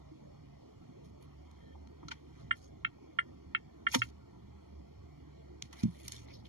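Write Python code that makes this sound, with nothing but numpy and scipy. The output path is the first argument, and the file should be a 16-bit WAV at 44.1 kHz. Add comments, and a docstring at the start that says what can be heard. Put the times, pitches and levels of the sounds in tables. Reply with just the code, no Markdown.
"""Six sharp clicks close by, probably a tongue: quick, briefly ringing double pulses in two colours.
A hand holds a phone: soft knocks swing it, fingers tick and rub on the case.
Behind, distant road traffic rumbles over a meadow, with an engine drone and faint whistles.
Two microphone ports hear nearly the same sound, the left one about a millisecond late."""
import sys
import numpy as np
from scipy import signal
from scipy.fft import rfft, irfft, next_fast_len
from scipy.io import wavfile
from scipy.ndimage import uniform_filter1d

SR = 44100
rng = np.random.default_rng(int(sys.argv[2]) if len(sys.argv) > 2 else 0)


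def waveform_to_disk(signal):
    """Save audio, clipped to [-1, 1], as 16-bit WAV at the path in sys.argv[1]."""
    frames = np.transpose(np.atleast_2d(signal))
    scaled = np.clip(frames, -1, 1) * 32767
    samples = np.round(scaled).astype(np.int16)
    wavfile.write(sys.argv[1], SR, samples)


N = 286058

# Each row: start in seconds, peak in dB, click colour from 0 to 1.
TONGUE_CLICKS = [(2.5081, -16, 0.1), (2.8467, -18, 0.94), (3.1859, -15.5, 0.11), (3.5470, -17, 0.93),
                 (3.8659, -16, .12), (4.017, -17.5, 0.93)]
# Resonances of a click in Hz.
MODE_HZ = [1050, 1388, 1458, 1750, 1870, 2036, 2136, 2222, 2630, 2805, 3165, 3375, 3635, 3950, 4270, 8500]
# One row per resonance. Each row: t60 in seconds, gain in dB at colour 0, gain in dB at colour 1.
MODE_RING = [(.05, -57.5, -46), (0.026, 0, 0.5), (0.02, -9.5, 1), (0.031, 0.8, -6.5), (0.059, -27, -7.5),
             (0.19, -7.5, -29.5), (0.016, -31, 3.5), (0.022, -2.5, -9.5), (.04, -21.5, -2.5),
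             (0.051, -12, -12.5), (0.024, -13, -9.5), (.025, -18, -18), (.03, -35, -24), (.03, -39, -25),
             (0.042, -45.5, -51.5), (0.044, -41, -56.5)]
# Each row: start in seconds, level in dB, frequency in Hz, t60 in seconds.
PHONE_KNOCKS = [(0.113, -44, 315, 0.22), (2.03, -35, 302, 0.026), (2.048, -33.5, 152, 0.058),
                (2.084, -40., 1356, 0.039), (2.116, -30.5, 1455, 0.032), (2.115, -45.5, 906, 0.054),
                (2.438, -43, 146, 0.24), (3.941, -28.5, 928, 0.086), (3.947, -24, 508.8, 0.068),
                (3.955, -19, 254, 0.08), (3.979, -31.5, 115.8, 0.23), (5.627, -36.5, 138, 0.079),
                (5.8339, -13, 210, 0.059), (5.832, -25.5, 118.6, 0.17), (5.8512, -14, 202, 0.061),
                (5.878, -27.5, 173.4, 0.099)]
# Each row: time in seconds, peak in dB, centre in Hz, spread in octaves, rise and t60 in seconds.
CASE_TICKS = [(1.226, -52, 6000, 1.6, 0.00081, 0.011), (1.514, -56, 5900, 1.1, 0.001, 0.0083),
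              (1.755, -49, 903, 0.14, 0.0037, 0.053), (1.874, -52, 3900, 0.86, 0.0014, 0.0075),
              (2.03, -47.5, 1040, 0.71, 0.0018, 0.078), (2.0842, -33, 4170, 0.58, 0.0012, 0.032),
              (2.116, -31.5, 2940, 0.84, 0.0031, 0.051), (3.917, -35, 5608, 0.3, 0.0016, .03),
              (3.948, -14, 3800, 1.43, 0.0044, 0.047), (5.624, -23.5, 5000, 0.85, 0.00096, 0.0036),
              (5.729, -41, 4160, 1.58, 0.001, 0.047), (5.834, -38, 5060, 1.07, 0.0028, 0.027),
              (6.060, -47, 3270, 0.54, .0011, .012), (6.081, -27, 8200, 1.2, 0.00059, 0.016),
              (6.1211, -28, 6600, 0.8, 0.00078, 0.012), (6.369, -60, 7000, 0.97, .0008, 0.007),
              (6.4546, -48, 3200, 0.36, 0.0018, 0.071)]
# Each row: start, crest and end in seconds, crest level in dB, centre in Hz, spread in octaves,
# top hiss in dB relative to the main band.
FINGER_STROKES = [(1.031, 1.057, 1.11, -68, 5000, 0.46, -5), (1.203, 1.226, 1.265, -67, 2940, .75, 8),
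                  (1.202, 1.58, 1.95, -74, 2750, 1.05, -14), (1.999, 2.14, 2.3, -68.5, 2460, 1.3, -32),
                  (2.248, 2.41, 2.52, -67, 2830, 1.17, -29), (2.543, 2.57, 2.62, -65.5, 5500, 0.77, -10),
                  (2.577, 2.643, 2.7, -64.5, 5600, 0.49, -12), (3.879, 3.934, 3.95, -50, 5170, 1, -26),
                  (3.917, 3.949, 3.975, -35, 4800, 1.3, -6), (3.961, 3.99, 4.05, -48, 5550, 0.53, -13),
                  (4.003, 4.038, 4.11, -56, 4930, 0.87, -10), (5.621, 5.623, 5.68, -57.5, 3930, 0.85, -20),
                  (5.696, 5.739, 5.78, -60, 2580, 1.2, -24), (5.747, 5.798, 5.9, -54.5, 3500, 0.9, -7.5),
                  (5.867, 5.994, 6.1, -69, 2100, 0.16, -17), (5.899, 6.088, 6.14, -56.5, 4200, 0.81, 1),
                  (6.098, 6.138, 6.26, -51.5, 5000, 0.88, -31), (6.249, 6.312, 6.37, -60.5, 2320, 0.5, -20),
                  (6.269, 6.34, 6.42, -58, 4430, 0.31, -12), (6.434, 6.468, 6.49, -64, 3500, .95, -10)]
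# Port response to sound made on the case. Each row: frequency in Hz, gain in dB.
CASE_RESPONSE = [(200, 2.5), (1000, 11.5), (5000, -0.5), (6800, 1), (8000, -12.5), (9300, -6), (11000, -3),
                 (13000, -11.5)]
# Tyre and engine wash. Each row: frequency in Hz, relative density in dB.
ROAD_SPECTRUM = [(20, -15), (35, -7), (54, -12.5), (70, -3), (150, -5.5), (300, -6), (450, -11.5),
                 (600, -14), (900, -23.5), (1300, -28), (2500, -34.5), (5000, -38.5), (7000, -43),
                 (8200, -53), (13000, -51.5)]
# Each row: time in seconds, rumble gain in dB, tyre hiss gain in dB.
ROAD_SWELL = [(0.0, 1, 0.5), (6.49, 0.5, 1)]
# Level of the low engine drone, wavering unevenly. Each row: time in seconds, level in dB.
DRONE_LEVEL = [(0.0, -55), (0.25, -72), (0.45, -57), (0.7, -65), (1.2, -63.5), (1.42, -52.5), (1.6, -61),
               (1.75, -49), (1.97, -59), (2.1, -56.5), (2.75, -60), (2.96, -71.5), (3.35, -56), (3.7, -63),
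               (4.15, -52.5), (4.27, -63), (4.55, -52.5), (4.63, -64), (4.78, -46), (4.88, -62),
               (5.04, -51), (5.12, -64), (5.25, -56.5), (6.2, -55.5), (6.49, -58)]
# Each row: start and end in seconds, pitch in Hz, level in dB.
ENGINE_NOTES = [(0.0, 0.617, 142, -59.5), (0.75, 1.507, 142.5, -60.5), (1.9, 2.554, 144, -62),
                (3.0, 3.503, 143.2, -63), (4.15, 4.6, 119.4, -61.5), (4.7, 5.808, 145, -63),
                (5.97, 6.5, 117, -56)]
# Each row: start and end in seconds, pitch in Hz, level in dB.
FAR_WHISTLES = [(1.553, 1.771, 3210, -78), (1.579, 1.751, 1794, -76), (2.327, 2.45, 3370, -88)]
# Each row: frequency in Hz, coherence of the two ports from 0 to 1.
PORT_COHERENCE = [(50, .99), (550, .998), (1600, .99), (2700, .97), (3800, .92), (5500, .75), (10000, .45)]
# Each row: frequency in Hz, left port gain in dB.
LEFT_RESPONSE = [(50, -2.4), (250, -1.9), (480, -.1), (2000, .1), (6000, -.3), (9000, -2.), (12000, -5.)]


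def gain_of(db):
    """Decibels to a factor."""
    return 10 ** (np.asarray(db) / 20)


def unit_rms(x):
    """Scales to rms 1."""
    return x / np.sqrt(np.mean(x ** 2) + 1e-20)


def curve_at(points, hz):
    """Interpolates over log frequency."""
    point_hz, value = np.transpose(points)
    return np.interp(np.log(hz + 1), np.log(point_hz + 1), value)


def add(mix, start_s, sound):
    """Mixes a sound in at start_s."""
    part = mix[..., round(start_s * SR):][..., :sound.shape[-1]]
    part += sound[..., :part.shape[-1]]


def band(hz, centre_hz, octaves):
    """Bell over log frequency, rms 1."""
    bell = np.exp(-.5 * (np.log2((hz + 1) / centre_hz) / octaves) ** 2)
    return unit_rms(bell)


def flutter(hz, t, frames):
    """Random frequency-by-time field, smoothed in time, rms 1."""
    return unit_rms(uniform_filter1d(rng.standard_normal((len(t), len(hz))).T, frames, axis=1))


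def port_noise(spectrum, fft_size, length, blend):
    """Two-port noise with gain spectrum(hz, t); blend pulls the coherence toward 1."""
    hop = fft_size // 4
    hz, t = np.fft.rfftfreq(fft_size, 1 / SR)[:, None], np.arange(length // hop + 5) * hop / SR
    a, b, c, d = rng.standard_normal((len(t), len(hz), 4)).T
    shared, separate = a + 1j * b, c + 1j * d
    coherence = 1 - (1 - blend) * (1 - curve_at(PORT_COHERENCE, hz))
    left = coherence * shared + np.sqrt(1 - coherence ** 2) * separate
    bins = np.array([left, shared]) * spectrum(hz, t)
    return signal.istft(bins, nperseg=fft_size, noverlap=fft_size - hop)[1][:, :length]


def far_tone(t, hz, db, waver_db, waver_hz):
    """Sine whose level and phase wander at random."""
    span = int(SR / waver_hz)
    level_drift, phase_drift = [unit_rms(uniform_filter1d(uniform_filter1d(noise, span), span))
                                for noise in rng.standard_normal((2, len(t)))]
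    phase = 2 * np.pi * np.cumsum(np.broadcast_to(hz, t.shape)) / SR + 0.97 * phase_drift
    return np.sqrt(2) * gain_of(db + waver_db * level_drift) * np.sin(phase)


def clicks():
    """Probably a tongue: a quick double pulse rings briefly and dies fast; two colours alternate."""
    out, t = np.zeros(N), np.arange(3500) / SR
    scatters = rng.standard_normal((len(TONGUE_CLICKS), len(t))) * gain_of(-60 * t / 0.065) * (t > .004)
    for (start_s, peak_db, colour), scatter in zip(TONGUE_CLICKS, scatters):
        ring = np.zeros(len(t))
        for k, (hz, (t60_s, colour0_db, colour1_db)) in enumerate(zip(MODE_HZ, MODE_RING)):
            mode_db = colour0_db + colour * (colour1_db - colour0_db)
            ring += (-1) ** k * gain_of(mode_db - 60 * t / t60_s) * np.sin(2 * np.pi * hz * t)
        ring *= np.sin(np.pi / 2 * np.minimum(t / 0.0032, 1)) ** 2  # attack
        ring *= gain_of(-9 * (t / 0.0091) ** 2)  # dies ever faster
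        pulse_gap_s = np.interp(colour, [0, 1], [0.0029, 0.00216])
        second_pulse_db = np.interp(colour, [0, 1], [1, -12.5])
        ring += gain_of(second_pulse_db) * np.interp(t - pulse_gap_s, t, ring, left=0)
        tail = signal.fftconvolve(ring, scatter / np.linalg.norm(scatter))[:len(t)]
        ring += gain_of(0.5) * signal.lfilter([1, -0.83], [1], tail)  # tail leans to the treble
        add(out, start_s, gain_of(peak_db) * ring / abs(ring).max())
    return out


def knocks():
    """Each knock sets the phone or its case swinging as a damped sine."""
    out, t = np.zeros(N), np.arange(12000) / SR
    for start_s, db, hz, t60_s in PHONE_KNOCKS:
        push = np.sin(np.pi / 2 * np.minimum(t * hz, 1)) ** 2  # soft flesh pushes for one cycle
        add(out, start_s, gain_of(db - 60 * t / t60_s) * np.sin(2 * np.pi * hz * t) * push)
    return out


def ticks():
    """Fingers tick on the case: noise cracks with a fast rise, a decay and a faint tail."""
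    out, t = np.zeros((2, N)), np.arange(-600, 3000) / SR
    for time_s, peak_db, centre_hz, octaves, rise_s, t60_s in CASE_TICKS:
        def spectrum(hz, _):
            return band(hz, centre_hz, octaves) * gain_of(curve_at(CASE_RESPONSE, hz))
        crack = port_noise(spectrum, fft_size=256, length=len(t), blend=0.34)
        decay = gain_of(-60 * t / t60_s) + gain_of(-32 - 60 * t / 0.27)
        crack *= np.where(t < 0, np.exp(t / rise_s), decay)
        add(out, time_s + t[0], gain_of(peak_db) * crack / abs(crack).max())
    return out


def rubs():
    """Skin slides on the case: a grainy noise band with hiss on top; each stroke swells and fades."""
    out = np.zeros((2, N))
    for start_s, crest_s, end_s, crest_db, centre_hz, octaves, hiss_db in FINGER_STROKES:
        def spectrum(hz, t):
            colour = band(hz, centre_hz, octaves) + gain_of(hiss_db) * band(hz, 11000, octaves=0.3)
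            flutter_db = 4.5 * flutter(hz, t, frames=24)
            grain_db = 3.4 * rng.standard_normal(len(t))  # stick and slip
            return colour * gain_of(curve_at(CASE_RESPONSE, hz) + grain_db + flutter_db)
        length = int((end_s - start_s) * SR)
        stroke = unit_rms(port_noise(spectrum, fft_size=256, length=length, blend=0.4))
        swell_db = np.interp(start_s + np.arange(length) / SR, [start_s, crest_s, end_s], [-14, 0, -17.5])
        fade = signal.windows.tukey(length, 600 / length)
        add(out, start_s, stroke * gain_of(crest_db + swell_db) * fade)
    return out


def road(level_db=-55):
    """Distant traffic rumble and hiss, with a random flutter in level across frequency."""
    swell_s, rumble_db, hiss_db = np.transpose(ROAD_SWELL)

    def spectrum(hz, t):
        wide_flutter_db = 2 * unit_rms(uniform_filter1d(flutter(hz, t, frames=10), size=12, axis=0))
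        fine_flutter_db = 3.2 * flutter(hz, t, frames=6)
        hiss_share = 1 / (1 + (760 / (hz + 1)) ** 2)
        swell_db = (1 - hiss_share) * np.interp(t, swell_s, rumble_db)
        swell_db += hiss_share * np.interp(t, swell_s, hiss_db)
        return gain_of(curve_at(ROAD_SPECTRUM, hz) + swell_db + wide_flutter_db + fine_flutter_db)
    return gain_of(level_db) * unit_rms(port_noise(spectrum, fft_size=2048, length=N, blend=0))


def engines(from_hz=67.3, to_hz=72.6, settle_s=1.274):
    """A drone speeds up a little, then holds; other engine notes come and go."""
    t = np.arange(N) / SR
    firing_hz = np.interp(t, [0, settle_s], [from_hz, to_hz])
    drone_db = np.interp(t, *np.transpose(DRONE_LEVEL))
    out = far_tone(t, firing_hz, drone_db, waver_db=1, waver_hz=13)
    out += far_tone(t, hz=706, db=-84, waver_db=4, waver_hz=3)  # faint whine
    for start_s, end_s, hz, db in ENGINE_NOTES:
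        t = np.arange(start_s, end_s, 1 / SR)
        note = far_tone(t, hz, db, waver_db=1.5, waver_hz=20)
        add(out, start_s, note * signal.windows.tukey(len(t), 0.41))
    return out


def whistles():
    """Thin, faint notes, perhaps a far bird."""
    out = np.zeros(N)
    for start_s, end_s, hz, db in FAR_WHISTLES:
        t = np.arange(start_s, end_s, 1 / SR)
        note = far_tone(t, hz, db, waver_db=4.5, waver_hz=130)
        add(out, start_s, note * signal.windows.tukey(len(t), 0.3))
    return out


def scene():
    """All sources at the two ports."""
    return road() + engines() + whistles() + clicks() + knocks() + ticks() + rubs()


def record(dry):
    """The left port is late and has its own colour; both lose deep bass and top treble."""
    lag_samples, highpass_hz, lowpass_hz = 41, 50, 13250
    size = next_fast_len(N + 4096)
    hz = np.fft.rfftfreq(size, 1 / SR)
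    delay = np.exp(-2j * np.pi * hz * lag_samples / SR)
    left = irfft(rfft(dry[0], size) * gain_of(curve_at(LEFT_RESPONSE, hz)) * delay, size)[:N]
    highpass = signal.butter(2, highpass_hz, "highpass", fs=SR, output="sos")
    lowpass = signal.firwin(201, lowpass_hz, window=("kaiser", 9), fs=SR)
    return signal.oaconvolve(signal.sosfilt(highpass, [left, dry[1]]), lowpass[None], "same")


dry = scene()
out = record(dry)
waveform_to_disk(out)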